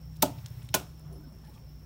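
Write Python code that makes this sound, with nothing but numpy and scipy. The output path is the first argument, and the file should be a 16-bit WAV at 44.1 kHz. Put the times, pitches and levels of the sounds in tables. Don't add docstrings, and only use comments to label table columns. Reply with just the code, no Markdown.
import sys
import numpy as np
from scipy import signal
from scipy.io import wavfile

SR = 44100
rng = np.random.default_rng(int(sys.argv[2]) if len(sys.argv) > 2 else 0)


def gain_from_db(level_db):
    decades = np.asarray(level_db, float) / 20
    return 10 ** decades


def wav_out(sig):
    wavfile.write(sys.argv[1], SR, np.round(np.clip(np.atleast_2d(sig).T, -1, 1) * 32767).astype(np.int16))


N = 81585

# (blade enters [s], time to full bite [s], hold [s], crunch level [dB], board knocked [s])
CHOP_EVENTS = [
    (0.2203, 0.005, 0.0025, -17, 0.2268),
    (0.7408, 0.000805, 0.0083, -21.5, 0.7425),
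]
# (frequency [Hz], density [dB per Hz])
CRUNCH_COLOURS = [
    [(600, 13.5), (900, -0.5), (1850, -8.5), (2300, -3), (3740, -5), (7570, -5), (11500, -10), (16000, -4)],
    [(350, 4), (600, 5), (1340, 0), (1900, -13.5), (2400, -2), (6000, -6), (11300, -7), (16000, -6.5)],
]


def rms_one(x):
    return x / np.sqrt(np.mean(x ** 2) + 1e-20)


def in_time(rows):
    s, *columns = np.transpose(rows)
    return [np.interp(np.arange(N) / SR, s, c) for c in columns]


def at_hz(points, hz):
    table_hz, values = np.array(points).T
    return np.interp(np.log(hz), np.log(table_hz), values)


def drift(rate_hz):
    r = np.exp(-2 * np.pi * rate_hz * 40 / SR)
    settle = 2000
    noise = rng.standard_normal(N // 40 + 2 + settle)
    slow = signal.lfilter([1], [1, -2 * r, r * r], noise)[settle:]
    return np.interp(np.arange(N) / 40, np.arange(len(slow)), rms_one(slow))


def ring(x, hz, t60):
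    r = gain_from_db(-60 / (t60 * SR))
    w = 2 * np.pi * hz / SR
    return signal.lfilter([0, np.sin(w)], [1, -2 * r * np.cos(w), r * r], x + 1e-18)


def band(x, low_hz, high_hz):
    edges = [low_hz, min(high_hz, 0.47 * SR)]
    return signal.sosfilt(signal.butter(2, edges, "band", fs=SR, output="sos"), x)


def bank(sources, gain):
    edges = 22 * 2 ** np.arange(0, 9.8, 1 / 3)
    total = 0
    for k, (low, high) in enumerate(zip(edges, edges[1:])):
        total = total + gain(np.sqrt(low * high)) * band(sources[k % len(sources)], low, high)
    return total


def bed(spectrum, patchy_db):
    (low_hz, low_db), (high_hz, high_db) = spectrum[0], spectrum[-1]
    colour = [(low_hz / 2, low_db - 30)] + list(spectrum) + [(high_hz * 2, high_db - 20)]
    noise = rng.standard_normal((2, N))
    return rms_one(bank(noise, lambda hz: gain_from_db(at_hz(colour, hz) + patchy_db * drift(9.6))))


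def hum():
    # (time [s], frequency [Hz], level [dB])
    low_tone = [(0, 61.8, -46), (.2, 62.86, -49.5), (.45, 62.46, -51.5), (.65, 63, -57), (.8, 65.8, -47.5),
                (1.0, 66.95, -55.5), (1.15, 61.7, -49.5), (1.3, 60.42, -55), (1.85, 58.8, -52)]
    high_tone = [(0, 156.6, -51.5), (.12, 156.2, -45.5), (.3, 153.5, -49.5), (.75, 154, -59),
                 (.95, 160.1, -52), (1.05, 153, -51), (1.2, 149.8, -48.5), (1.5, 150.8, -55.5),
                 (1.85, 150, -55.5)]
    flutter_db = 2
    total = 0
    for rows in (low_tone, high_tone):
        hz, db = in_time(rows)
        sine = np.sin(2 * np.pi * np.cumsum(hz) / SR)
        total = total + np.sqrt(2) * gain_from_db(db + flutter_db * drift(12.0)) * sine
    return total


def rumble():
    # (frequency [Hz], density [dB per Hz])
    rumble_colour = [(15, -30), (25, 14.5), (54, -5), (102, 1), (151, -2), (293, -12.5), (368, -18.5),
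                     (868, -28), (1200, -26), (1560, -65), (2640, -120)]
    # (time [s], level [dB])
    swelling = [(0, 5), (.4, 2.5), (.65, 1.5), (.95, 4), (1.15, 10), (1.3, 4.5), (1.5, 6), (1.85, 2.5)]
    return gain_from_db(-52 + in_time(swelling)[0]) * bed(rumble_colour, patchy_db=3.0)


def air():
    # (frequency [Hz], density [dB per Hz])
    air_colour = [(600, -1), (1500, -5), (3000, -8.5), (6500, -12), (8000, -15.5), (11000, -13.5),
                  (13500, -17), (16000, -6)]
    # (time [s], level [dB])
    rustling = [(0, -1.5), (.2, 0), (.4, 5), (.65, 3.5), (.72, 0.5), (.95, -1), (1.4, -1.5), (1.5, 1),
                (1.62, -1.5), (1.85, -2)]
    return gain_from_db(-64.5 + in_time(rustling)[0]) * bed(air_colour, patchy_db=1.4)


def insects():
    # (frequency [Hz], width [Hz], level [dB])
    cricket_bands = [(5340, 200, -76), (5250, 27, -74.5), (5473, 153, -71), (5750, 350, -80)]
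    katydid_hz = [12700, 13900, 15000]
    first_s, period_s, katydid_db = 0.0555, 0.1024, -57.5
    others_per_s, others_db = 22, -60.5
    choir = 0
    for hz, width, db in cricket_bands:
        choir = choir + gain_from_db(db) * rms_one(band(rng.standard_normal(N), hz - width / 2, hz + width / 2))
    tick = gain_from_db(others_db + 2.8 * rng.standard_normal(N)) * (rng.random(N) < others_per_s / SR)
    steady_s = first_s + period_s * np.arange(18)
    tick[(steady_s * SR).astype(int)] = gain_from_db(katydid_db)
    return choir + sum(ring(tick, hz, t60=0.003) for hz in katydid_hz)


def engine():
    # (time [s], level [dB])
    throb = [(0, -50), (.15, -56.5), (.25, -47.5), (.65, -47.5), (.8, -52), (.95, -71.5), (1.85, -71)]
    # (frequency [Hz], level [dB], t60 [s])
    exhaust = [(90, -6.5, 0.29), (121.5, 10.5, 0.13)]
    first_s, period_s, count = 0.043, 0.0652, 27
    fire = np.zeros(N)
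    firing_s = first_s + period_s * np.arange(count)
    fire[(firing_s * SR).astype(int)] = gain_from_db(0.491 * rng.standard_normal(count))
    puffs = band(sum(gain_from_db(db) * ring(fire, hz, t60) for hz, db, t60 in exhaust), 63, 141)
    return gain_from_db(in_time(throb)[0] + 4) * rms_one(puffs)


def grains(count):
    per_s, spread_db = 10000, 4
    happens, strength, side = rng.random((count, 3)).T
    snaps = (happens < per_s / SR) * gain_from_db(-spread_db * np.log(strength + 0.01))
    return rms_one(snaps * np.sign(side - 0.5))


def ticks():
    # (time [s], level [dB], frequency [Hz], length [s])
    small_ticks = [(0.13, -68, 9000, 0.0038), (0.159, -62.5, 4200, 0.013), (0.168, -51.5, 10600, 0.002),
                   (0.211, -63, 2980, 0.0078), (0.383, -55, 2900, 0.0064), (0.442, -60, 3200, 0.011),
                   (0.4602, -42, 4730, 0.0037), (0.4635, -52, 7400, 0.0015), (0.4639, -52, 14000, 0.003),
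                   (0.4645, -54.5, 2430, 0.0026), (0.4845, -56, 12000, 0.0019), (0.503, -54, 14500, .002),
                   (0.619, -57.5, 2700, 0.0079), (0.628, -59, 9000, 0.0059), (0.648, -54.5, 12000, 0.0031),
                   (0.654, -62, 2970, 0.0076), (0.671, -62, 13500, .002), (0.688, -48, 2870, 0.0051),
                   (0.689, -55, 8000, 0.0024), (0.72, -61, 13500, .002), (0.732, -55, 3240, 0.0067),
                   (0.741, -38, 6030, 0.0022), (0.955, -67, 7500, .002), (0.994, -55, 10000, 0.0035),
                   (1.126, -60.5, 5860, 0.0032), (1.131, -64, 2580, 0.0038), (1.051, -67.5, 1100, 0.11),
                   (1.54, -68, 3370, .015), (1.324, -65, 11060, 0.0022), (1.33, -64, 10100, .002),
                   (1.435, -63, 1301, 0.012), (1.444, -67, 3320, 0.014), (1.448, -63.5, 7500, .004),
                   (1.471, -61, 2900, 0.004), (1.472, -64, 9000, .002), (1.537, -68, 6530, 0.025),
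                   (1.56, -64, 8000, 0.002), (1.576, -62, 2398, 0.0068)]
    half_width_octaves, dies_db = 0.55, 9
    out = np.zeros(N + SR)
    t = np.arange(SR // 8) / SR
    for s, db, hz, length in small_ticks:
        low_hz, high_hz = hz * 2 ** -half_width_octaves, hz * 2 ** half_width_octaves
        puff = rms_one(band(grains(len(t)), low_hz, high_hz))
        start = int(s * SR)
        out[start:start + len(t)] += gain_from_db(db - dies_db * (t / length) ** 2) * puff
    return out[:N]


def scatter(colour):
    # (frequency [Hz], t60 [s])
    alley_decay = [(200, 0.33), (700, 0.2), (2000, 0.19), (6000, 0.18), (14000, 0.14)]
    far_db, far_t60_s, patchy_db = -25, 0.67, 0.8
    t = np.arange(SR * 2 // 3) / SR
    shared_patches = patchy_db * drift(82)[:len(t)]

    def gain(hz):
        decay = gain_from_db(-60 * t / at_hz(alley_decay, hz)) + gain_from_db(far_db - 60 * t / far_t60_s)
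        own_patches = patchy_db * drift(82)[:len(t)]
        return gain_from_db(at_hz(colour, hz) + shared_patches + own_patches) * decay

    tail = bank(rng.standard_normal((2, len(t))), gain)
    return t, tail / np.sqrt(np.mean(tail[:SR // 100] ** 2))


def alley(x):
    t, tail = scatter([(100, 0.011), (16000, 0.0042)])
    delayed = tail * (t > 0.0014) / np.sqrt(np.sum(tail ** 2))
    return gain_from_db(-13) * signal.fftconvolve(x, delayed)[:N]


def crunch():
    lowest_hz = [1500, 500]
    bite_rise_db, t60_s = 17.5, 0.033
    out = np.zeros(N)
    t = np.arange(SR // 10) / SR
    for (s, rise, hold, db, _), colour, low_hz in zip(CHOP_EVENTS, CRUNCH_COLOURS, lowest_hz):
        ends = [(colour[0][0] / 2, colour[0][1] - 20)] + list(colour)
        coloured = bank([grains(len(t))], lambda hz: gain_from_db(at_hz(ends, hz)))
        fibres = rms_one(band(coloured, low_hz, SR))
        bite = -bite_rise_db * np.clip(1 - t / rise, 0, 1)
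        stop = -60 * np.clip(t - rise - hold, 0, 1) / t60_s
        start = int(s * SR)
        out[start:start + len(t)] += gain_from_db(db + bite + stop) * fibres
    return out


def cracks():
    # (time [s], peak level [dB], frequency [Hz], time rung
    snaps = [(0.2245, -4, 9800, 8.2), (0.2264, -9, 6040, 8), (0.2255, -14, 14500, 9.2),
             (0.2256, -21, 2290, 30), (0.743, -35, 2316, 79), (0.2247, -16, 3630, 19),
             (0.227, -10, 11360, 35), (0.7397, -31, 2800, 5.5), (0.7412, -17.5, 3115, 35),
             (0.742, -16.5, 5640, 62), (0.7455, -14.5, 6730, 45), (0.747, -24, 4500, 7.3),
             (0.7495, -17, 5800, 51), (0.7499, -12, 11340, 34), (0.4608, -29, 5500, 5),
             (0.4848, -40, 11000, 5)]
    out = np.zeros(N)
    for s, db, hz, cycles in snaps:
        start = int(s * SR)
        click = np.zeros(N - start)
        click[0] = gain_from_db(db)
        out[start:] += ring(click, hz, cycles / hz)
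    return out


def knock():
    # (frequency [Hz], t60 [s], first chop [dB], second chop [dB])
    modes = [(183, 0.064, -22.5, -25.5), (267, 0.12, -23.5, -39), (289.8, 0.16, -24.5, -32.5),
             (376.5, 0.099, -25.5, -31), (467, 0.05, -50, -66), (601.4, .13, -24, -32),
             (640, 0.16, -30, -36.5), (713, 0.072, -24, -35.5), (852, 0.051, -19, -26.5),
             (912, 0.045, -15.5, -43), (1029, 0.06, -32, -27.5), (1277, 0.032, -25, -34.5),
             (1470, 0.063, -37, -25.5), (1650, 0.15, -48.5, -36)]
    shudder_cycles, longest_t60_s, longest_cycles = 0.9, 0.2, 100
    struck = [int(chop[4] * SR) for chop in CHOP_EVENTS]
    out = 0
    for k, (hz, t60, *db) in enumerate(modes):
        push = np.zeros(N)
        push[struck] = gain_from_db(np.array(db)) * (-1) ** k
        mode = ring(push, hz, min(t60, longest_t60_s, longest_cycles / hz))
        swell_t60 = 3 * shudder_cycles / hz
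        out = out + ring(mode, hz, swell_t60) * 2 * np.log(1000) / (swell_t60 * SR)
    return out


def echoes():
    echo_db = [-30, -29.5]
    builds_s = 0.0051
    out = np.zeros(N)
    for (s, rise, *_), colour, db in zip(CHOP_EVENTS, CRUNCH_COLOURS, echo_db):
        t, tail = scatter([(colour[0][0] * 0.52, colour[0][1] - 25)] + list(colour))
        start = int((s + rise) * SR)
        out[start:start + len(t)] += gain_from_db(db) * tail * np.minimum(t / builds_s, 1)
    return out


def creaks():
    # (time [s], level [dB], frequency [Hz], length [s])
    rubs = [(1.077, -59.5, 378.4, 0.14), (1.09, -63.5, 680, 0.086), (1.172, -55, 298.3, 0.063),
            (1.234, -65.5, 1470, 0.021), (1.436, -70, 1730, 0.059), (1.43, -65, 856, 0.026),
            (1.478, -58.5, 857, 0.022), (1.485, -72, 1091, 0.039), (1.538, -70, 3300, 0.029),
            (1.548, -68.5, 1183, 0.043), (1.554, -65.5, 870, 0.051)]
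    half_width = 0.04
    out = np.zeros(N)
    t = np.arange(SR // 6) / SR
    for s, db, hz, length in rubs:
        noise = rng.standard_normal(2 * len(t))
        tone = band(noise, hz * (1 - half_width), hz * (1 + half_width))[len(t):]
        swell = np.sin(np.pi * np.clip(t / length, 0, 1)) ** 0.5
        start = int(s * SR)
        out[start:start + len(t)] += gain_from_db(db) * rms_one(tone * swell) * np.sqrt(np.mean(swell ** 2))
    return out


def clink():
    # (frequency [Hz], level [dB], t60 [s])
    trinket = [(10140, 0, .13), (11690, -5, .08), (13200, -11, .07), (14410, -3, .09), (15600, -7, .06)]
    tap = np.zeros(N)
    tap[int(1.1278 * SR)] = gain_from_db(-59.5)
    return sum(gain_from_db(db) * ring(tap, hz, t60) for hz, db, t60 in trinket)


def scene():
    background = hum() + rumble() + air() + insects() + engine()
    near = ticks() + knock() + creaks() + clink()
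    duller = background + near + alley(near) + echoes()
    top_cut = signal.cheby2(20, 50, 16050, fs=SR, output="sos")
    mix = crunch() + cracks() + signal.sosfilt(top_cut, duller)
    return mix[None]


def band_limit(x):
    return signal.sosfilt(signal.butter(12, 16820, fs=SR, output="sos"), x)


def record(dry):
    bass_cut = signal.butter(8, 41.8, "high", fs=SR, output="sos")
    top_cut = signal.cheby2(14, 60, 16850, fs=SR, output="sos")
    thin = signal.sosfilt(bass_cut, dry)
    return band_limit(signal.sosfilt(top_cut, thin))


dry = scene()
out = record(dry)
wav_out(out)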